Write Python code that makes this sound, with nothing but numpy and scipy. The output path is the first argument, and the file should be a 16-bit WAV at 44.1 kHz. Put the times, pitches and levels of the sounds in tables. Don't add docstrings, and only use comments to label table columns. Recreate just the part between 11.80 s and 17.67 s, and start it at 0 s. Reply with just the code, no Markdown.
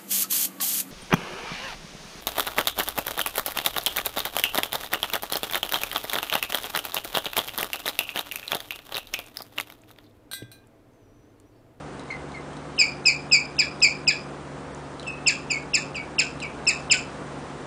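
import sys
import numpy as np
from scipy import signal
from scipy.io import wavfile
from scipy.ndimage import uniform_filter1d, minimum_filter1d

SR = 44100
rng = np.random.default_rng(int(sys.argv[2]) if len(sys.argv) > 2 else 0)


def boost_factor(decibels):
    exponent = np.asarray(decibels, float) / 20
    return 10 ** exponent


def materialize(psi):
    bounded = np.clip(np.atleast_2d(psi).T, -1, 1)
    quanta = np.round(bounded * 32767).astype(np.int16)
    wavfile.write(sys.argv[1], SR, quanta)


N = 258688

BREATH_DB = -26
LATE_S = 0.005
HOLD_S = 0.013
LEAD_IN_S = 0.0025


def evened(x):
    return x / np.sqrt(np.mean(x ** 2) + 1e-20)


def read(points, hz):
    f, value = np.transpose(points)
    return np.interp(np.log(hz + 1), np.log(f + 1), value)


def add(mix, start_s, sound):
    part = mix[round(start_s * SR):][:len(sound)]
    part += sound[:len(part)]


def wander(count, hz):
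    settle = SR // 2
    noise = rng.standard_normal(count + settle)
    return evened(signal.lfilter(*signal.butter(2, hz, fs=SR), noise)[settle:])


def hiss():
    # (frequency [Hz], density [dB per Hz])
    colour = [(30, -3), (55, -10.5), (100, -13.5), (250, -5), (500, -7), (1200, -10.5), (1700, -16.5),
              (2400, -22.5), (5000, -30.5), (9200, -33.5)]
    # (time [s], level [dB])
    course = [(0.0, -41), (0.52, -40.5), (1.91, -40.5), (4.44, -40), (5.08, -38), (5.87, -38.5)]
    frames, hz = N // 256 + 5, np.fft.rfftfreq(1024, 1 / SR)
    real, imag, patches = rng.standard_normal((frames, 513, 3)).T
    patches = uniform_filter1d(patches, size=10, axis=0)
    patches = evened(uniform_filter1d(patches, size=10, axis=1))
    z = (real + 1j * imag) * boost_factor(read(colour, hz)[:, None] + 0.54 * patches)
    noise = evened(signal.istft(z, nperseg=1024, noverlap=768)[1][:N])
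    s, db = np.transpose(course)
    return boost_factor(np.interp(np.arange(N) / SR, s, db) + 1.0) * noise


def fan():
    # (order [1], level [dB])
    blades = [(3, -51), (5, -58), (6, -42.5), (8, -51.5), (9, -56.5), (10, -58), (11, -47.5), (12, -49),
              (15, -50), (20, -52), (22, -54.5), (30, -55)]
    shaft_hz = 24.155 * (1 + 0.00812 * wander(N, hz=3.23))
    angle = 2 * np.pi * np.cumsum(shaft_hz) / SR
    hum = np.zeros(N)
    for order, db in blades:
        level = boost_factor(db + 1.9 * wander(N, hz=9.4))
        phase = 1.1 * wander(N, hz=1.2) + 2 * np.pi * rng.random()
        hum += level * np.sin(order * angle + phase)
    return hum


def room(x):
    # (delay [s], level [dB])
    hut = [(.0021, -12), (.0047, -7.5), (.0085, -4), (.013, -12), (.019, -8), (.027, -9)]
    # (frequency [Hz], t60 [s])
    decay = [(1500, 0.21), (2500, 0.31), (5000, 0.32), (7500, 0.25), (10000, 0.23)]
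    # (frequency [Hz], level [dB])
    tone = [(1700, -9.5), (2500, 4.5), (3500, 1), (4300, -4), (5000, -5.5), (6200, 1), (7500, -3.5),
            (10000, -2)]
    taps = np.zeros(SR // 2)
    at = np.arange(0, len(taps) - 20, 20)
    taps[at + rng.integers(0, 20, len(at))] = rng.choice([-1., 1.], len(at))
    taps *= np.clip(np.arange(len(taps)) / SR / 0.022, 0, 1) ** 3
    hz, t, z = signal.stft(taps, SR, nperseg=256)
    tail_db = read(tone, hz)[:, None] - 60 * t / read(decay, hz)[:, None]
    tail = signal.istft(z * boost_factor(tail_db), SR, nperseg=256)[1]
    tail *= boost_factor(-10.5) / np.linalg.norm(tail)
    smear = signal.firwin(numtaps=15, cutoff=4700, fs=SR)
    for k, (delay_s, db) in enumerate(hut):
        add(tail, delay_s, (-1) ** k * boost_factor(db) * smear)
    return x + signal.fftconvolve(x, tail)[:N]


def tick(peak_db, ring_hz, t60_s):
    t = np.arange(1500) / SR
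    ring = np.sin(2 * np.pi * ring_hz * t) * boost_factor(-60 * t / 0.0077)
    crackle = np.diff(rng.standard_normal(len(t) + 1)) * boost_factor(-60 * t / t60_s)
    return boost_factor(peak_db) * (ring + 0.5 * crackle)


def chirp(start_s, t, pitch_hz, level_db, mouth, shut, spent, air_db):
    leak_db = [-20, -20, -43]
    rasp_db = [-11, -12.5]
    levels = []
    for k, (hz, width_hz, db) in enumerate(mouth, 1):
        passed = boost_factor(db) / (1 + ((k * pitch_hz - hz) / width_hz) ** 2) ** 2 + boost_factor(leak_db[k - 1])
        if k == 1:
            passed = passed + boost_factor(-15) * np.clip((pitch_hz - hz) / width_hz, 0, 1)
        partial_db = level_db + 20 * np.log10(passed)
        if k == 3:
            shut = np.interp(t - 0.0029, t, shut)
        if k > 1:
            partial_db = partial_db - 54.5 * shut - 26 * spent ** 3
        levels.append(partial_db)
    levels += [levels[2] - 15, levels[2] - 33.5]
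    angle = 2 * np.pi * np.cumsum(pitch_hz) / SR
    out = np.zeros(len(t))
    for k, db in enumerate(levels, 1):
        flutter = 1 + boost_factor(air_db if k > 1 else BREATH_DB) * wander(len(t), hz=840)
        flutter = flutter * boost_factor(1.33 * wander(len(t), hz=73))
        wave = np.sin(k * angle + 2 * np.pi * rng.random())
        out += np.sqrt(2) * boost_factor(db) * flutter * wave * (k * pitch_hz < 11000)
        if k <= len(rasp_db):
            rasp = boost_factor(db + rasp_db[k - 1] - 20 * t / 0.056) * wander(len(t), hz=250)
            out += rasp * np.sin(1.14 * k * angle)
    edges = np.clip(np.minimum((t - t[0]) / 0.0014, (t[-1] - t) / 0.0041), 0, 1)
    return start_s + t[0], out * edges ** 2


def soft(start_s, length_s, level_db, lead_hz, bottom_hz, mouth, air_db):
    t = np.arange(-LEAD_IN_S, length_s + HOLD_S, 1 / SR)
    pitch_hz = bottom_hz + lead_hz * np.exp(-np.maximum(t, 0) / 0.014)
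    shut = np.clip(1 - t / LATE_S, 0, 1) ** 2
    spent = np.maximum(t / length_s, 0) ** 2
    return chirp(start_s, t, pitch_hz, level_db, mouth, shut, spent, air_db)


def loud(start_s, sag_s, level_db, lead_hz, bottom_hz, mouth, plateau_hz, bend, settle_s, open_hz):
    break_hz, slide_s, landing_hz = 2325, 0.014, 110
    drop_hz = break_hz - bottom_hz
    after_s = HOLD_S + 4e-5 * max(drop_hz, 0)
    t = np.arange(-LEAD_IN_S, sag_s + after_s, 1 / SR)
    pitch_hz = plateau_hz + lead_hz * np.exp(-np.maximum(t, 0) / settle_s)
    pitch_hz = pitch_hz - (plateau_hz - break_hz) * np.clip(t / sag_s, 0, 1) ** bend
    pitch_hz = pitch_hz - drop_hz / slide_s * np.maximum(t - sag_s, 0)
    pitch_hz = bottom_hz + landing_hz * np.logaddexp(0, (pitch_hz - bottom_hz) / landing_hz)
    pitch_hz = uniform_filter1d(pitch_hz, size=200, mode="nearest")
    unsettled = np.clip((pitch_hz - open_hz) / 60, 0, 1)
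    shut = np.maximum(unsettled, np.clip(1 - t / LATE_S, 0, 1) ** 2)
    spent = np.maximum(t - sag_s, 0) / after_s
    return chirp(start_s, t, pitch_hz, level_db, mouth, shut, spent, BREATH_DB)


def scene():
    # (start [s], sag [s], level [dB], sharp start [Hz], bottom [Hz])
    first_run = [(.981, .038, -19, 380, 2130), (1.255, .034, -18, 101, 2040),
                 (1.515, .034, -17, 168.7, 2155), (1.784, .024, -18.5, 204, 1670),
                 (2.019, .030, -16, 149.7, 2090), (2.271, 0.024, -18, 246, 1672)]
    # (start [s], sag [s], level [dB], sharp start [Hz], bottom [Hz])
    second_run = [(3.464, 0.023, -20, 116, 1642), (3.936, .021, -21.5, 103, 1757),
                  (4.385, 0.016, -19.5, 110, 1536), (4.869, .026, -22, 31.7, 1810),
                  (5.1, .026, -18, 434, 1492)]
    # (start [s], length [s], level [dB], sharp start [Hz], bottom [Hz])
    mutters = [
        (0.305, 0.024, -33, 172, 2016),
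        (0.542, 0.027, -41, 200, 2056),
        (3.268, 0.027, -32.5, 198, 2552),
        (4.148, 0.04, -33.5, 662, 2228),
        (4.619, 0.023, -32, 647, 2190),
    ]
    # start [s], length [s], level [dB], sharp start [Hz], bottom [Hz]
    hook = (3.698, 0.064, -25.5, 719, 2192.5)
    # (centre [Hz], half width [Hz], level [dB])
    first_mouth = [(2391, 165, -0.2), (5047, 644, 0.5), (7295, 590, -6)]
    # (centre [Hz], half width [Hz], level [dB])
    second_mouth = [(2526, 420, -1.5), (5200, 850, 0), (7240, 690, 2.75)]
    # (centre [Hz], half width [Hz], level [dB])
    soft_mouth = [(2290, 1400, -2.5), (4740, 500, -6.5), (7550, 1160, -9.5)]
    # (centre [Hz], half width [Hz], level [dB])
    hook_mouth = [(2415, 230, -1), (4940, 350, -1.5), (7150, 380, -0.5)]
    # (time [s], peak [dB], ring [Hz], t60 [s])
    ticks = [(0.1955, -32.5, 3900, 0.027), (0.5195, -38, 3870, 0.017), (0.732, -38, 3160, 0.026),
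             (0.7687, -38, 3870, 0.039), (2.9482, -33.5, 6960, 0.023), (3.1968, -27.5, 3980, 0.015),
             (3.2295, -32, 3180, 0.022), (4.6023, -27.5, 4000, 0.023)]
    # (time [s], peak [dB], ring [Hz], t60 [s])
    smacks = [(.966, -38, 3800, 0.08), (1.244, -38, 4000, 0.03), (1.499, -39, 3760, 0.045),
              (1.767, -35, 3630, 0.037), (2.005, -30.5, 3780, 0.018), (2.262, -54, 3330, 0.027),
              (3.445, -47, 3500, 0.029), (4.375, -42, 3550, 0.014), (4.607, -44, 4240, 0.03),
              (4.856, -33, 3940, 0.022)]
    near = np.zeros(N)
    for row in first_run:
        add(near, *loud(*row, first_mouth, plateau_hz=2555, bend=2.3, settle_s=0.0046, open_hz=2600))
    for row in second_run:
        add(near, *loud(*row, second_mouth, plateau_hz=2660, bend=1.9, settle_s=0.007, open_hz=2670))
    for row in mutters:
        add(near, *soft(*row, soft_mouth, air_db=-9))
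    add(near, *soft(*hook, hook_mouth, BREATH_DB))
    for start_s, *row in [*ticks, *smacks]:
        add(near, start_s, tick(*row))
    floor = signal.lfilter(*signal.butter(4, 47, "high", fs=SR), hiss())
    return np.tile(room(near) + floor + fan(), (2, 1))


def per_block(power, size):
    rows, columns = -(-np.array(power.shape) // [5, size])
    spare = ((0, rows * 5 - power.shape[0]), (0, columns * size - power.shape[1]))
    padded = np.pad(power, spare, mode="edge")
    means = padded.reshape(rows, 5, columns, size).mean((1, 3))
    return np.kron(means, np.ones((5, size)))[:power.shape[0], :power.shape[1]]


def thrifty_link(x):
    lead = 1024 - 160
    frame = dict(window="cosine", nperseg=256, noverlap=128)
    hz, t, z = signal.stft(np.pad(x, (lead, 0)), SR, **frame)
    hz = hz[:, None]
    grouped = per_block(abs(z) ** 2, size=2)
    recent = -minimum_filter1d(-grouped, size=25, axis=1, origin=12)
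    coming = -minimum_filter1d(-grouped, size=9, axis=1, origin=-4)
    noise = rng.standard_normal(z.shape) + 1j * rng.standard_normal(z.shape)
    noise = np.sqrt(grouped / 2) * noise * boost_factor(1.0)
    dying = (grouped < recent * boost_factor(-14)) & (grouped > recent * boost_factor(-60))
    z = np.where(dying & (hz > 5900) | (hz > 8900), noise, z)
    flicker_db = -4.0 * rng.exponential(1, len(t)) + 3
    z = z * np.where(dying & (hz > 4200), boost_factor(flicker_db), 1)
    luck_db = 14 * np.log10(per_block(rng.exponential(1, z.shape), size=8))
    before_loud = grouped < coming * boost_factor(-56 + 9.0 * luck_db)
    z = z * ~(before_loud & (hz > 2300) & (abs(z) ** 2 < boost_factor(-140)))
    thrift_db = read([(1500, -18), (2500, -6.5), (5000, -4), (9000, -1.0)], hz)
    step = np.sqrt(per_block(abs(z) ** 2, size=8)) * boost_factor(thrift_db + luck_db) + 1e-9
    z = step * (np.round(z.real / step) + 1j * np.round(z.imag / step))
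    return signal.istft(z, SR, **frame)[1][lead:][:N]


def band_limit(x):
    return signal.sosfilt(signal.butter(12, 11330, fs=SR, output="sos"), x)


def record(dry):
    # (frequency [Hz], gain [dB])
    edge = [(9600, 0), (10200, -11.5), (10800, -21), (11300, -65)]
    frame = dict(nperseg=512, noverlap=384)
    hz, t, z = signal.stft(thrifty_link(dry[0]), SR, **frame)
    z = z * boost_factor(np.maximum(read(edge, hz), -90))[:, None]
    blocks = rng.random((len(hz) // 12 + 1, len(t) // 8 + 1))
    stray = np.kron(blocks < .13, np.ones((12, 8)))[:len(hz), :len(t)]
    stray_db = read([(300, -32.5), (2500, -18), (5000, -9.0), (9000, -8)], hz)
    stray = stray * boost_factor(stray_db)[:, None]
    turned = z * stray * np.exp(2j * np.pi * rng.random(z.shape))
    side = signal.istft(turned, SR, **frame)[1][:N]
    mid = signal.istft(z, SR, **frame)[1][:N]
    return band_limit(np.array([mid + side, mid - side]))


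dry = scene()
out = record(dry)
materialize(out)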